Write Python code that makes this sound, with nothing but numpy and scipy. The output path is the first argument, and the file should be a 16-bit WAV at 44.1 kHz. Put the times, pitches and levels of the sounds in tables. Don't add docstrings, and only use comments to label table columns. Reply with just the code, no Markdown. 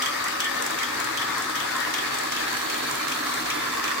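import sys
import numpy as np
from scipy import signal
from scipy.fft import rfft, irfft
from scipy.io import wavfile
from scipy.ndimage import uniform_filter1d

SR = 44100
rng = np.random.default_rng(int(sys.argv[2]) if len(sys.argv) > 2 else 0)


def materialize(psi):
    bounded = np.clip(np.atleast_2d(psi).T, -1, 1)
    quanta = np.round(bounded * 32767).astype(np.int16)
    wavfile.write(sys.argv[1], SR, quanta)


N = 176400
TIME_S = np.arange(N) / SR


def amp(db):
    return 10 ** (np.asarray(db) / 20)


def unit(x):
    return x / np.sqrt(np.mean(x ** 2) + 1e-20)


def bell(offset, sigma):
    return np.exp(-(offset / sigma) ** 2 / 2)


def read(table, hz, column=1):
    columns = np.transpose(table)
    return np.interp(np.log(hz + 1), np.log(columns[0] + 1), columns[column])


def add(mix, start_s, sound):
    part = mix[:, max(round(start_s * SR), 0):][:, :sound.shape[1]]
    part += sound[:, :part.shape[1]]


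def colour(x, spectrum, size=2048):
    log_gain = np.log(amp(read(spectrum, abs(np.fft.fftfreq(size, 1 / SR)))))
    response = np.exp(np.conj(signal.hilbert(log_gain)))
    taps = np.fft.ifft(response).real[:size // 2]
    return signal.oaconvolve(x, taps[None] / np.linalg.norm(taps), axes=1)[:, :N]


def pair(a, b, correlation):
    correlation = np.clip(correlation, -1, 1)
    mid, side = np.sqrt((1 + correlation) / 2) * a, np.sqrt((1 - correlation) / 2) * b
    return np.array([mid + side, mid - side])


# frequency in Hz, left-right correlation, left over right in dB.
STEREO = [(60, 1, -7), (172, 1, 3), (330, 0.48, -4.5), (650, -0.93, -1), (750, 0.17, -0.9),
          (1440, 0.41, -2), (2020, 0.12, -1), (2990, -0.37, -3.5), (3550, 0.24, 0), (4800, -0.16, 2),
          (10300, -0.019, -0.5), (15000, 0.059, 3.5)]


def resonance(centre_hz, width_hz):
    hz = np.fft.rfftfreq(N, 1 / SR)
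    detuning = 2 * (hz - centre_hz) / width_hz
    a, b = irfft(rfft(rng.standard_normal((2, N))) / (1 + detuning ** 2) ** 2, N)
    return pair(unit(a), unit(b), read(STEREO, centre_hz))


def tone(hz, offset_rad):
    phase = 2 * np.pi * hz * TIME_S + offset_rad
    lag_rad = np.arccos(np.clip(read(STEREO, hz), -1, 1))
    return np.sqrt(2) * np.sin([phase - lag_rad, phase])


# time in seconds, share of the move made, whir level in dB,
# left over right above the bass in dB.
MIC_PATH = [(0, 0.31, -29, 4.5), (.7, 0.43, -29, 4), (1.3, 0.26, -28.5, 5), (2, 0.42, -28, 3.5),
            (2.7, 0.98, -28, 1), (3.4, 0.96, -28, 1.3), (4, 0.3, -28, 0.5)]
# frequency in Hz, relative density in dB.
WHIR_SPECTRUM = [(50, -46), (100, -17), (215, -17.5), (300, -6), (430, -11), (660, -7.5), (880, -9.5),
                 (1500, -5), (2200, -7.5), (2800, -14), (3600, -12.5), (5200, -17), (8000, -20),
                 (10000, -24), (10700, -28.5), (13000, -27), (14300, -24.5), (15800, -32)]
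# frequency in Hz, gain in dB.
MOVE_COLOUR = [(50, 4), (130, -0.5), (300, 0), (600, 0), (1100, -1.5), (2000, -0.5), (3800, 3), (7000, 2),
               (14000, 5)]
# from and to in Hz, sigma in Hz, boost in dB.
WHIR_PEAKS = [(1150, 1120, 150, 5.5), (1920, 1640, 78, 5), (4820, 4380, 140, 4.5)]


def whir(patch_db=1.56, flutter_db=0.57, ripple_db=2.5, bass_edge_hz=780, size=1024):
    hop = size // 4
    frames, hz = N // hop + 5, np.fft.rfftfreq(size, 1 / SR)
    t = np.arange(frames) * hop / SR
    a, b, c, d, patches, ripple = rng.standard_normal((6, frames, len(hz)))
    patches = uniform_filter1d(patches, size=7, axis=0)
    patches = unit(uniform_filter1d(patches, size=9, axis=1))
    ripple = unit(uniform_filter1d(ripple, size=150, axis=0))
    flutter = unit(uniform_filter1d(rng.standard_normal((frames, 1)), size=3, axis=0))
    path_s, *controls = np.transpose(MIC_PATH)
    moved, level_db, pan_db = (np.interp(t, path_s, v)[:, None] for v in controls)
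    field_db = read(WHIR_SPECTRUM, hz) + moved * read(MOVE_COLOUR, hz)
    field_db += patch_db * patches + ripple_db * ripple + flutter_db * flutter
    for from_hz, to_hz, sigma_hz, db in WHIR_PEAKS:
        field_db += db * bell(hz - from_hz - moved * (to_hz - from_hz), sigma_hz)
    pan_db = pan_db * np.minimum(hz / bass_edge_hz, 1) + read(STEREO, hz, column=2)
    noise = pair(a + 1j * b, c + 1j * d, read(STEREO, hz))
    spectra = noise * amp([field_db + pan_db / 2, field_db - pan_db / 2])
    rush = signal.istft(spectra.swapaxes(1, 2), nperseg=size, noverlap=size - hop)[1][:, :N]
    return unit(rush) * amp(np.interp(TIME_S, t, level_db[:, 0]))


# frequency in Hz, relative density in dB.
RATTLE_SPECTRUM = [(300, -25.5), (800, -5.5), (1130, 0.5), (1480, -1), (1760, 0.5), (2600, -10),
                   (4400, -11.5), (15000, -31)]


def rattle(level_db=-35.5, taps_per_s=500, spread_db=3.5, correlation=0.35):
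    struck = rng.random(N) < taps_per_s / SR
    force = amp(spread_db * np.minimum(rng.exponential(1, N), 3.5))
    taps = struck * force * rng.choice([-1., 1.], (2, N))
    return amp(level_db) * unit(colour(pair(*taps, correlation), RATTLE_SPECTRUM))


# frequency in Hz, level in dB, linewidth in Hz,
# drift in dB per second as the microphone moves.
DRIVE_TONES = [(60, -65, 1, 1.2), (141, -57.5, 8, 1), (252, -49.5, 5, 1), (306, -53.5, 7, 0),
               (397, -54.5, 4, 1), (462, -52.5, 4, 0), (564, -48.5, 4, -2), (1152, -47.5, 9, 2),
               (1270, -42.5, 5, -1.8), (1701, -47, 10, 1.8), (1781, -48.5, 10, -3), (1910, -50, 8, -2.5),
               (4376, -53.5, 2, .5), (5152, -58.5, 1, 0), (5270, -57.5, 1, 0), (9958, -65.5, 4, 0)]


def hum(waver_db=3, points=800):
    t, total = np.linspace(0, N / SR, points), np.zeros((2, N))
    for hz, db, width_hz, db_per_s in DRIVE_TONES:
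        wander_rad = np.cumsum(rng.standard_normal(points)) * np.sqrt(2 * np.pi * abs(width_hz) * t[1])
        waver = unit(uniform_filter1d(rng.standard_normal(points), size=14))
        gain = amp(db + db_per_s * (t - t.mean()) + waver_db * waver)
        total += np.interp(TIME_S, t, gain) * tone(hz, np.interp(TIME_S, t, wander_rad))
    return total


def lull(depth_db=-1.5, half_s=0.017):
    dips = sum(np.exp(-((TIME_S - start_s + half_s) / half_s) ** 2) for start_s in turn_starts_s())
    return amp(depth_db * dips)


def scrape(fall_s, hold_s=0.0032, rise_s=0.0019):
    t = np.arange(SR // 10) / SR
    envelope = np.minimum(t / rise_s, 1) * np.exp(-np.maximum(t - hold_s, 0) / fall_s)
    return rng.standard_normal((2, len(t))) * envelope


# start in seconds, strike and ring in relative dB.
CLACKS = [(0.0192, -16.5, -29.5), (0.0583, -17.5, -29), (0.4019, -14.5, -29), (0.4426, -22, -29.5),
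          (0.7853, -21, -34), (0.8297, -21.5, -30), (1.172, -20.5, -29), (1.215, -25, -30),
          (1.5534, -21, -32.5), (1.599, -25, -31), (1.9373, -17.5, -29), (1.982, -26, -29.5),
          (2.319, -19.5, -33.5), (2.363, -24, -30.5), (2.6975, -20, -34), (2.7414, -24.5, -33),
          (3.0803, -21, -46), (3.118, -21, -31), (3.4576, -25, -40), (3.4998, -19, -28.5),
          (3.8393, -20, -37), (3.877, -22.5, -35)]
# frequency in Hz, relative density in dB.
CLACK_SPECTRUM = [(200, -39), (1200, -7), (2200, 8), (4000, 3.5), (6000, 7), (7800, 1), (10500, -4.5),
                  (15000, -6.5)]


def clacks(gain_db=-6):
    strikes = np.zeros((2, N))
    for start_s, db, _ in CLACKS:
        add(strikes, start_s, amp(db + gain_db) * scrape(fall_s=0.0051))
    return colour(strikes, CLACK_SPECTRUM)


# centre in Hz, width in Hz, relative level in dB, T60 in seconds,
# drift in dB per second as the microphone moves.
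STEEL_BANDS = [(2500, 900, 1.5, 0.072, 5.5), (3302, 830, 4.5, 0.13, -1.3), (7780, 310, -4.5, 0.045, -5.5)]


def ring(gain_db=-3.5, rise_s=0.0068):
    t, blows, total = np.arange(SR // 4) / SR, np.zeros(N), np.zeros((2, N))
    for start_s, _, ring_db in CLACKS:
        blows[round(start_s * SR)] = amp(ring_db + gain_db)
    for hz, width_hz, db, t60_s, db_per_s in STEEL_BANDS:
        envelope = np.minimum(t / rise_s, 1) * amp(db - 60 * t / t60_s)
        drift = amp(db_per_s * (TIME_S - N / SR / 2))
        total += resonance(hz, width_hz) * drift * signal.oaconvolve(blows, envelope)[:N]
    return total


def hall(x, gain_db=-5.5, t60_s=0.24, gap_s=0.003):
    t = np.arange(SR // 2) / SR
    tail = rng.standard_normal((2, len(t))) * amp(-60 * t / t60_s) * (t > gap_s)
    return amp(gain_db) * signal.fftconvolve(x, tail / np.linalg.norm(tail[0]), axes=1)[:, :N]


def turn_starts_s():
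    return np.array(CLACKS)[::2, 0]


def turn_pulse(delay_s, sigma_s):
    starts_s = turn_starts_s()
    turn = np.maximum(np.searchsorted(starts_s, TIME_S) - 1, 0)
    return bell(TIME_S - starts_s[turn] - delay_s, sigma_s)


# delay into the turn in seconds, level in dB.
FRAME_THUMPS = [(0.12, -44), (0.335, -38.5)]


def thumps(hz=314.4, sigma_s=0.014):
    load = sum(amp(db) * turn_pulse(delay_s, sigma_s) for delay_s, db in FRAME_THUMPS)
    return load * tone(hz, 2 * np.pi * rng.random())


# delay into the turn in seconds, centre in Hz, width in Hz, level in dB.
CAM_SURGES = [(0.216, 1054, 170, -33), (0.318, 1090, 300, -33.5), (0.187, 4490, 760, -39)]


def surges(sigma_s=0.012):
    return sum(amp(db) * resonance(hz, width_hz) * turn_pulse(delay_s, sigma_s)
               for delay_s, hz, width_hz, db in CAM_SURGES)


# start in seconds, relative level in dB.
TICKS = [(0.2396, -26), (0.2815, -27), (0.6209, -23), (0.6626, -23), (0.7053, -27.5), (0.999, -24.5),
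         (1.042, -27), (1.38, -27), (1.4206, -26), (1.4964, -30), (1.762, -30), (1.8006, -26.5),
         (2.1411, -26), (2.184, -24.5), (2.233, -29), (2.5266, -29.5), (2.5675, -27), (2.6148, -32),
         (2.9096, -25), (2.9522, -26.5), (3.3377, -27), (3.7614, -32)]
# frequency in Hz, relative density in dB.
TICK_SPECTRUM = [(200, -38), (1200, -1), (4400, -2), (6600, 4.5), (7600, 7.5), (8500, 3), (10500, -3),
                 (15000, -7)]


def ticks(gain_db=-1.5):
    strikes = np.zeros((2, N))
    for start_s, db in TICKS:
        add(strikes, start_s, amp(db + gain_db) * scrape(fall_s=0.0031))
    return colour(strikes, TICK_SPECTRUM)


# peak time in seconds, centre in Hz, width in Hz, level in dB.
GRATES_AND_KNOCK = [(.275, 1970, 260, -32), (.478, 1800, 120, -32), (.58, 1800, 120, -34),
                    (.822, 2150, 600, -31)]


def grates_and_knock(sigma_s=0.017):
    return sum(amp(db) * resonance(hz, width_hz) * bell(TIME_S - peak_s, sigma_s)
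               for peak_s, hz, width_hz, db in GRATES_AND_KNOCK)


def scene(hits_left_db=1):
    running = (whir() + rattle()) * lull() + hum() + surges() + thumps() + grates_and_knock()
    hits = clacks() + ticks() + ring()
    balance = amp([[hits_left_db / 2], [-hits_left_db / 2]])
    return running + (hits + hall(hits)) * balance


def record(dry, edge_hz=15980):
    taps = signal.firwin(511, edge_hz, window=("kaiser", 9), fs=SR)
    return signal.oaconvolve(dry, taps[None], "same")


dry = scene()
out = record(dry)
materialize(out)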